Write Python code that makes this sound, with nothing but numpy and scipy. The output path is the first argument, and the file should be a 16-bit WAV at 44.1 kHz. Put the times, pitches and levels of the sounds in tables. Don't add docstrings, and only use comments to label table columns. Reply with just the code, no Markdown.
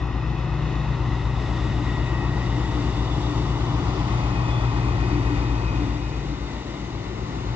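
import sys
import numpy as np
from scipy import signal
from scipy.io import wavfile
from scipy.ndimage import uniform_filter1d

SR = 44100
rng = np.random.default_rng(int(sys.argv[2]) if len(sys.argv) > 2 else 0)


def pcm_store(signal):
    levels = np.round(np.clip(np.atleast_2d(signal), -1, 1) * 32767)
    wavfile.write(sys.argv[1], SR, levels.astype(np.int16).T)


def gain_from_db(level_db):
    decades = np.asarray(level_db, float) / 20
    return 10 ** decades


N = 332955
HOP = 256
TIME = np.arange(N) / SR
FRAMES = np.arange(N // HOP + 5) * HOP / SR
HZ = np.fft.rfftfreq(1024, 1 / SR)[:, None]
BINS = 220

# t/s, rate/(cycles/s)
CYCLE_RATE = [(0, 8.133), (1, 8.104), (2, 8.071), (3, 8.019), (4, 7.961), (4.7, 7.907), (5.4, 7.836),
              (6, 7.72), (6.6, 7.65), (7.55, 7.56)]
CRANK_START = -.3
# t/s, locomotive lag/ms, mid-wagon lag/ms
BEARING = [
    (0, -0.0042, -0.083),
    (2, 0.099, 0.04),
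    (3.5, 0.14, 0.076),
    (4.2, 0.24, 0.093),
    (5.5, 0.28, 0.088),
    (7.55, 0.42, 0.11),
]


def evened(x):
    return x / np.sqrt(np.mean(x ** 2) + 1e-20)


def colour(points):
    f, value = np.transpose(points)
    return np.interp(np.log(HZ + 1), np.log(f + 1), value)


def curves(rows, t):
    s, *columns = np.transpose(rows)
    return [np.interp(t, s, c) for c in columns]


def spectrogram(x):
    return signal.stft(x, nperseg=1024, noverlap=768)[2]


def waveform(z):
    return signal.istft(z, nperseg=1024, noverlap=768)[1][:, :N]


def wander(per_s, n):
    hz = np.geomspace(per_s / 8, per_s, 16)[:, None]
    waves = np.sin(2 * np.pi * (hz * FRAMES + rng.random((n, 16, 1))))
    return evened((waves / np.sqrt(hz)).sum(1))


def swell(t, s, half):
    return np.exp(-((t - s) / half) ** 2)


def field(spectrum, patchy_db):
    patches = rng.standard_normal((len(FRAMES), len(HZ))).T
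    patches = uniform_filter1d(patches, size=10, axis=0)
    patches = evened(uniform_filter1d(patches, size=20, axis=1))
    shape = gain_from_db(colour(spectrum) + patchy_db * patches)
    return shape / np.sqrt(1.72 * np.mean((shape ** 2).sum(0)))


def chance():
    a, b = rng.standard_normal((len(FRAMES), len(HZ), 2)).T
    return a + 1j * b


def noise(magnitude):
    # f/Hz, share/1
    scatter = [(100, .06), (300, .12), (600, .28), (1500, .28), (4000, .38), (8000, .7)]
    share = np.clip(colour(scatter), 0, 1)
    shared = magnitude * np.sqrt(1 - share ** 2) * chance()
    scattered = magnitude * share * np.array([chance(), chance()])
    return shared, scattered


def ports(shared, scattered, lag_ms):
    # delay/ms, drift/(ms per ms of lag), gain/1, gain change/(1 per ms of lag)
    left_echoes = [(0.267, -0.36, 0.16, -0.5), (0.45, 0.922, -0.14, -0.015), (0.539, -0.012, 0.11, -0.23),
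                   (0.673, 0.37, -0.13, 0.42), (0.79, 0.37, 0.17, -0.033), (1.074, -0.47, 0.11, 0.32),
                   (1.234, -0.66, -0.19, 0.271), (1.58, -0.21, 0.13, -0.925), (1.726, -0.413, -0.1, 0.408),
                   (1.997, 0.008, 0.065, 0.31)]
    right_echoes = [(0.199, -0.042, 0.17, -0.33), (0.439, 0.65, -0.25, 1.36), (0.683, 0.25, -0.11, -0.68),
                    (1.007, 0.143, 0.2, -1.5), (1.109, 0.2, 0.51, 0.23), (1.257, -0.073, -0.27, 1.054),
                    (1.687, 0.26, -0.078, 0.441), (1.813, 1, -0.18, 0.4), (2.257, 0.5, 0.015, -0.039)]
    # f/Hz, change/(dB per ms of lag)
    body_shade = [(500, -1), (900, -1), (1400, -26), (1900, -25), (2500, -7), (4000, 1), (8000, 1.5)]
    hz = HZ[:BINS]
    lag_ms = lag_ms[::8]
    turn = np.minimum(lag_ms, .16)

    def delay(ms):
        return np.exp(-2j * np.pi * hz * ms / 1000)

    def body(echoes):
        return 1 + sum((gain + fade * turn) * delay(ms + drift * turn) for ms, drift, gain, fade in echoes)

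    shade = gain_from_db(colour(body_shade)[:BINS] * np.maximum(lag_ms, 0))
    front = np.array([body(left_echoes) * delay(lag_ms), body(right_echoes) * shade])
    front = np.repeat(front, 8, axis=2)[..., :len(FRAMES)]
    return (shared[:BINS] + scattered[:, :BINS]) * front


def wagons():
    # f/Hz, level/dB
    rolling = [(40, -10.5), (150, 2), (300, 2), (530, -5.5), (1100, -12), (2000, -10.5), (3000, -17.5),
               (4000, -19), (5000, -26.5), (7000, -29), (7800, -38), (8600, -44)]
    # centre t/s, half length/s, extra treble slope/(dB/octave)
    nearest = (3.3, 0.67, 1.2)
    spread_ms = .018
    far = np.exp(-FRAMES / 1)
    db = -54.5 - 3.5 * far - 0.41 * np.maximum(FRAMES - 3.5, 0)
    tilt_db = 2.5 - 6.5 * far + nearest[2] * swell(FRAMES, *nearest[:2])
    level = gain_from_db(db + 18.5 + tilt_db * np.log2(np.maximum(HZ / 2000, 1)))
    swell_db = .3 * wander(18.0, 1) + 0.92 * wander(6.2, 3)
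    lag_ms = curves(BEARING, FRAMES)[1]
    total = 0
    for side, stretch_db in zip((-1, 0, 1), swell_db):
        shared, scattered = noise(level * gain_from_db(stretch_db) * field(rolling, patchy_db=0.26))
        total = total + ports(shared, scattered, lag_ms + side * spread_ms)
    return total


def heard(row, t):
    # t/s, nearness/dB, bank shadow/1
    passage = [(0, -1, 0.02), (.5, -1.5, 0.17), (1.3, -1.5, 0), (2.2, 0.1, 0.05), (2.8, 0, 0),
               (3.6, 1.5, 0.21), (4.3, 0.36, 0.02), (5.2, 1.2, 0.03), (5.8, 1, .05), (6.1, -0.2, 0.28),
               (6.4, 1.75, 0.56), (6.75, 0.4, 1), (7.1, 0.5, 0.88), (7.35, 0.15, 0.75), (7.55, 0.3, 0.36)]
    db, share, depth_db, early_s = row
    nearness_db = curves(passage, t)[0]
    shadow = np.clip(curves(passage, t + early_s)[1], 0, 1)
    return db + share * nearness_db - depth_db * shadow


def whines():
    # multiple of shaft rate/1, bandwidth/Hz, steady core against fuzz/1
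    tones = [(18.5, 5., 2.), (37., 16., 1.1), (116.2, 8., .5), (236.7, 70., 1.0), (316.5, 55., 1.2),
             (436.5, 70., .9)]
    # level/dB, share of nearness/1, shadow depth/dB, shadow lead/s
    steady = [(-48.5, .3, 15, -.2), (-41.5, 3, 4.8, .02), (-57.5, .3, 29, .2), (-51.5, 0.43, 16, .1),
              (-56, .3, 14, .1), (-68, .3, 11, .1)]
    # centre t/s, half length/s, peak level/dB
    surges = [
        [(.6, .45, -32.5), (2.3, .15, -37.5), (3.5, 0.6, -35), (6.05, 0.27, -35.5)],
        [(.03, 0.051, -40.5), (1.8, 0.23, -37.5), (2.75, 0.16, -33), (3.35, .3, -35), (4.05, 0.22, -38),
         (4.85, 0.042, -29), (5.25, .16, -32), (5.85, .1, -29)],
        [(1.25, .4, -52), (2.6, .3, -56), (5., 0.45, -51.5)],
        [(1.3, 0.45, -54), (2.1, 0.37, -43.5), (2.7, 0.49, -49.5), (4.3, .2, -47.5), (5.1, 0.51, -42)],
        [(.6, 0.38, -51), (1.4, .3, -57), (2.16, 0.14, -46), (4.05, 0.097, -52), (4.5, 0.22, -42.5),
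         (4.9, 0.15, -45.5), (5.3, .3, -46), (5.7, .1, -45), (6.05, 0.23, -51)],
        [(1.9, .15, -54.5), (2.6, 0.18, -57), (3.1, .25, -48), (3.7, .35, -52.5), (4.54, .05, -48),
         (4.6, 0.22, -54.5)],
    ]
    # t/s, rate/(turns/s)
    gear_rate = [
        (0, 8.1),
        (2.6, 8.085),
        (3.4, 8.0),
        (4.1, 7.91),
        (7.55, 7.89),
    ]
    waver = .004
    fan = np.cumsum(curves(CYCLE_RATE, TIME)[0]) / SR
    gear = np.cumsum(curves(gear_rate, TIME)[0]) / SR
    shafts = (fan, gear, fan, gear, gear, gear)
    out = 0
    for (k, width, core), base, events, turns in zip(tones, steady, surges, shafts):
        power = gain_from_db(heard(base, FRAMES)) ** 2
        power = power + sum(gain_from_db(db) ** 2 * swell(FRAMES, s, half) for s, half, db in events)
        r = np.exp(-np.pi * width / SR)
        white = rng.standard_normal(N) + 1j * rng.standard_normal(N)
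        fuzz = signal.lfilter([1], [1, -r], white)
        fuzz = evened(fuzz.view(float)).view(complex)
        slip = np.cumsum(8 * waver * wander(12, 1)[0]) * HOP / SR
        turns = turns + np.interp(TIME, FRAMES, slip)
        tone = evened(((fuzz + core) * np.exp(2j * np.pi * k * turns)).real)
        out = out + np.interp(TIME, FRAMES, np.sqrt(power)) * tone
    return out


def roar():
    # f/Hz, level/dB
    low_roar = [(25, -33), (45, -2), (62, -9), (85, -3.5), (150, 3.5), (225, -18), (330, 0), (450, -22),
                (700, -23.5), (9000, -74)]
    upper_roar = [(200, -43.5), (520, -8.5), (800, -0.5), (1200, -0.5), (1600, -10), (2000, -19),
                  (2900, -9), (3700, -24.5), (5000, -20.5), (7000, -31), (9000, -59.5)]
    # level/dB, share of nearness/1, shadow depth/dB, shadow lead/s
    roar_levels = [(-30, 1.96, 9.9, 0.3), (-36, 1.11, 9.8, 0.21)]
    # centre t/s, half length/s, extra level/dB
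    flank = (4.1, 0.93, 2.8)
    low_db, upper_db = (heard(row, FRAMES) for row in roar_levels)
    cycles = np.cumsum(curves(CYCLE_RATE, FRAMES)[0]) * HOP / SR + CRANK_START
    throb_db = 0.6 * np.cos(2 * np.pi * cycles)
    flank_db = flank[2] * swell(FRAMES, *flank[:2])
    low = gain_from_db(low_db + 3.0 + throb_db) * field(low_roar, patchy_db=-0.4)
    upper = gain_from_db(upper_db + flank_db + throb_db) * field(upper_roar, patchy_db=-0.38)
    return noise(low + upper)


def engine():
    # rms level/dB, share of nearness/1, shadow depth/dB, shadow lead/s
    strong_rows = [(-29.5, 0.4, 10.5, .01), (-32.5, 0.44, 10, .02), (-39, 0.3, 10.5, .05),
                   (-28, 0.98, 17.5, 0.29)]
    strong_numbers = (7, 8, 13, 15)
    # order/1, level relative to order 15/dB
    weak_rows = [(6, -18), (9, -17), (11, -18), (12, -14), (16, -16), (25, -20)]
    turns = np.cumsum(curves(CYCLE_RATE, TIME)[0]) / SR + CRANK_START
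    drift = [np.interp(TIME, FRAMES, w) for w in wander(1.697, len(weak_rows) + len(strong_rows))]
    levels_db = [heard(row, TIME) + .5 * w for row, w in zip(strong_rows, drift[len(weak_rows):])]
    out = 0
    for k, db in zip(strong_numbers, levels_db):
        out = out + gain_from_db(db) * np.cos(2 * np.pi * k * turns)
    for (k, db), w in zip(weak_rows, drift):
        out = out + gain_from_db(levels_db[-1] + db + 2.7 * w) * np.cos(2 * np.pi * (k * turns + rng.random()))
    return -np.sqrt(2) * out


def locomotive():
    shared, scattered = roar()
    tones = spectrogram(np.pad(engine() + whines(), (0, 2048)))[:, :len(FRAMES)]
    return ports(shared + gain_from_db(-0.45) * tones, scattered, curves(BEARING, FRAMES)[0])


def scene():
    # f/Hz, left minus right level/dB
    imbalance = [(40, 5.5), (100, 3.5), (310, 5.), (600, 6), (1500, 5.5), (3000, 2.5), (6000, 0.5),
                 (7000, -0.5), (7600, 3), (8200, 5)]
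    z = np.pad(wagons() + locomotive(), ((0, 0), (0, len(HZ) - BINS), (0, 0)))
    half_db = colour(imbalance) / 2
    return waveform(gain_from_db(np.array([half_db, -half_db])) * z)


def band_limit(x):
    return signal.sosfilt(signal.butter(12, 8650, fs=SR, output="sos"), x)


def record(dry):
    # f/Hz, level/dB
    treble_gate = [(6000, -108), (7000, -95), (7600, -88), (8200, -84), (8700, -78)]
    bass_cut = signal.butter(5, 44., "high", fs=SR, output="sos")
    z = spectrogram(signal.sosfilt(bass_cut, dry))
    band = uniform_filter1d(abs(z), size=3, axis=1)
    band = uniform_filter1d(band, size=4, axis=2)
    kept = np.clip(band / gain_from_db(colour(treble_gate)), 0, 1) ** 14
    gated = waveform(z * np.where(HZ > 6000, kept, 1))
    return band_limit(gated)


dry = scene()
out = record(dry)
pcm_store(out)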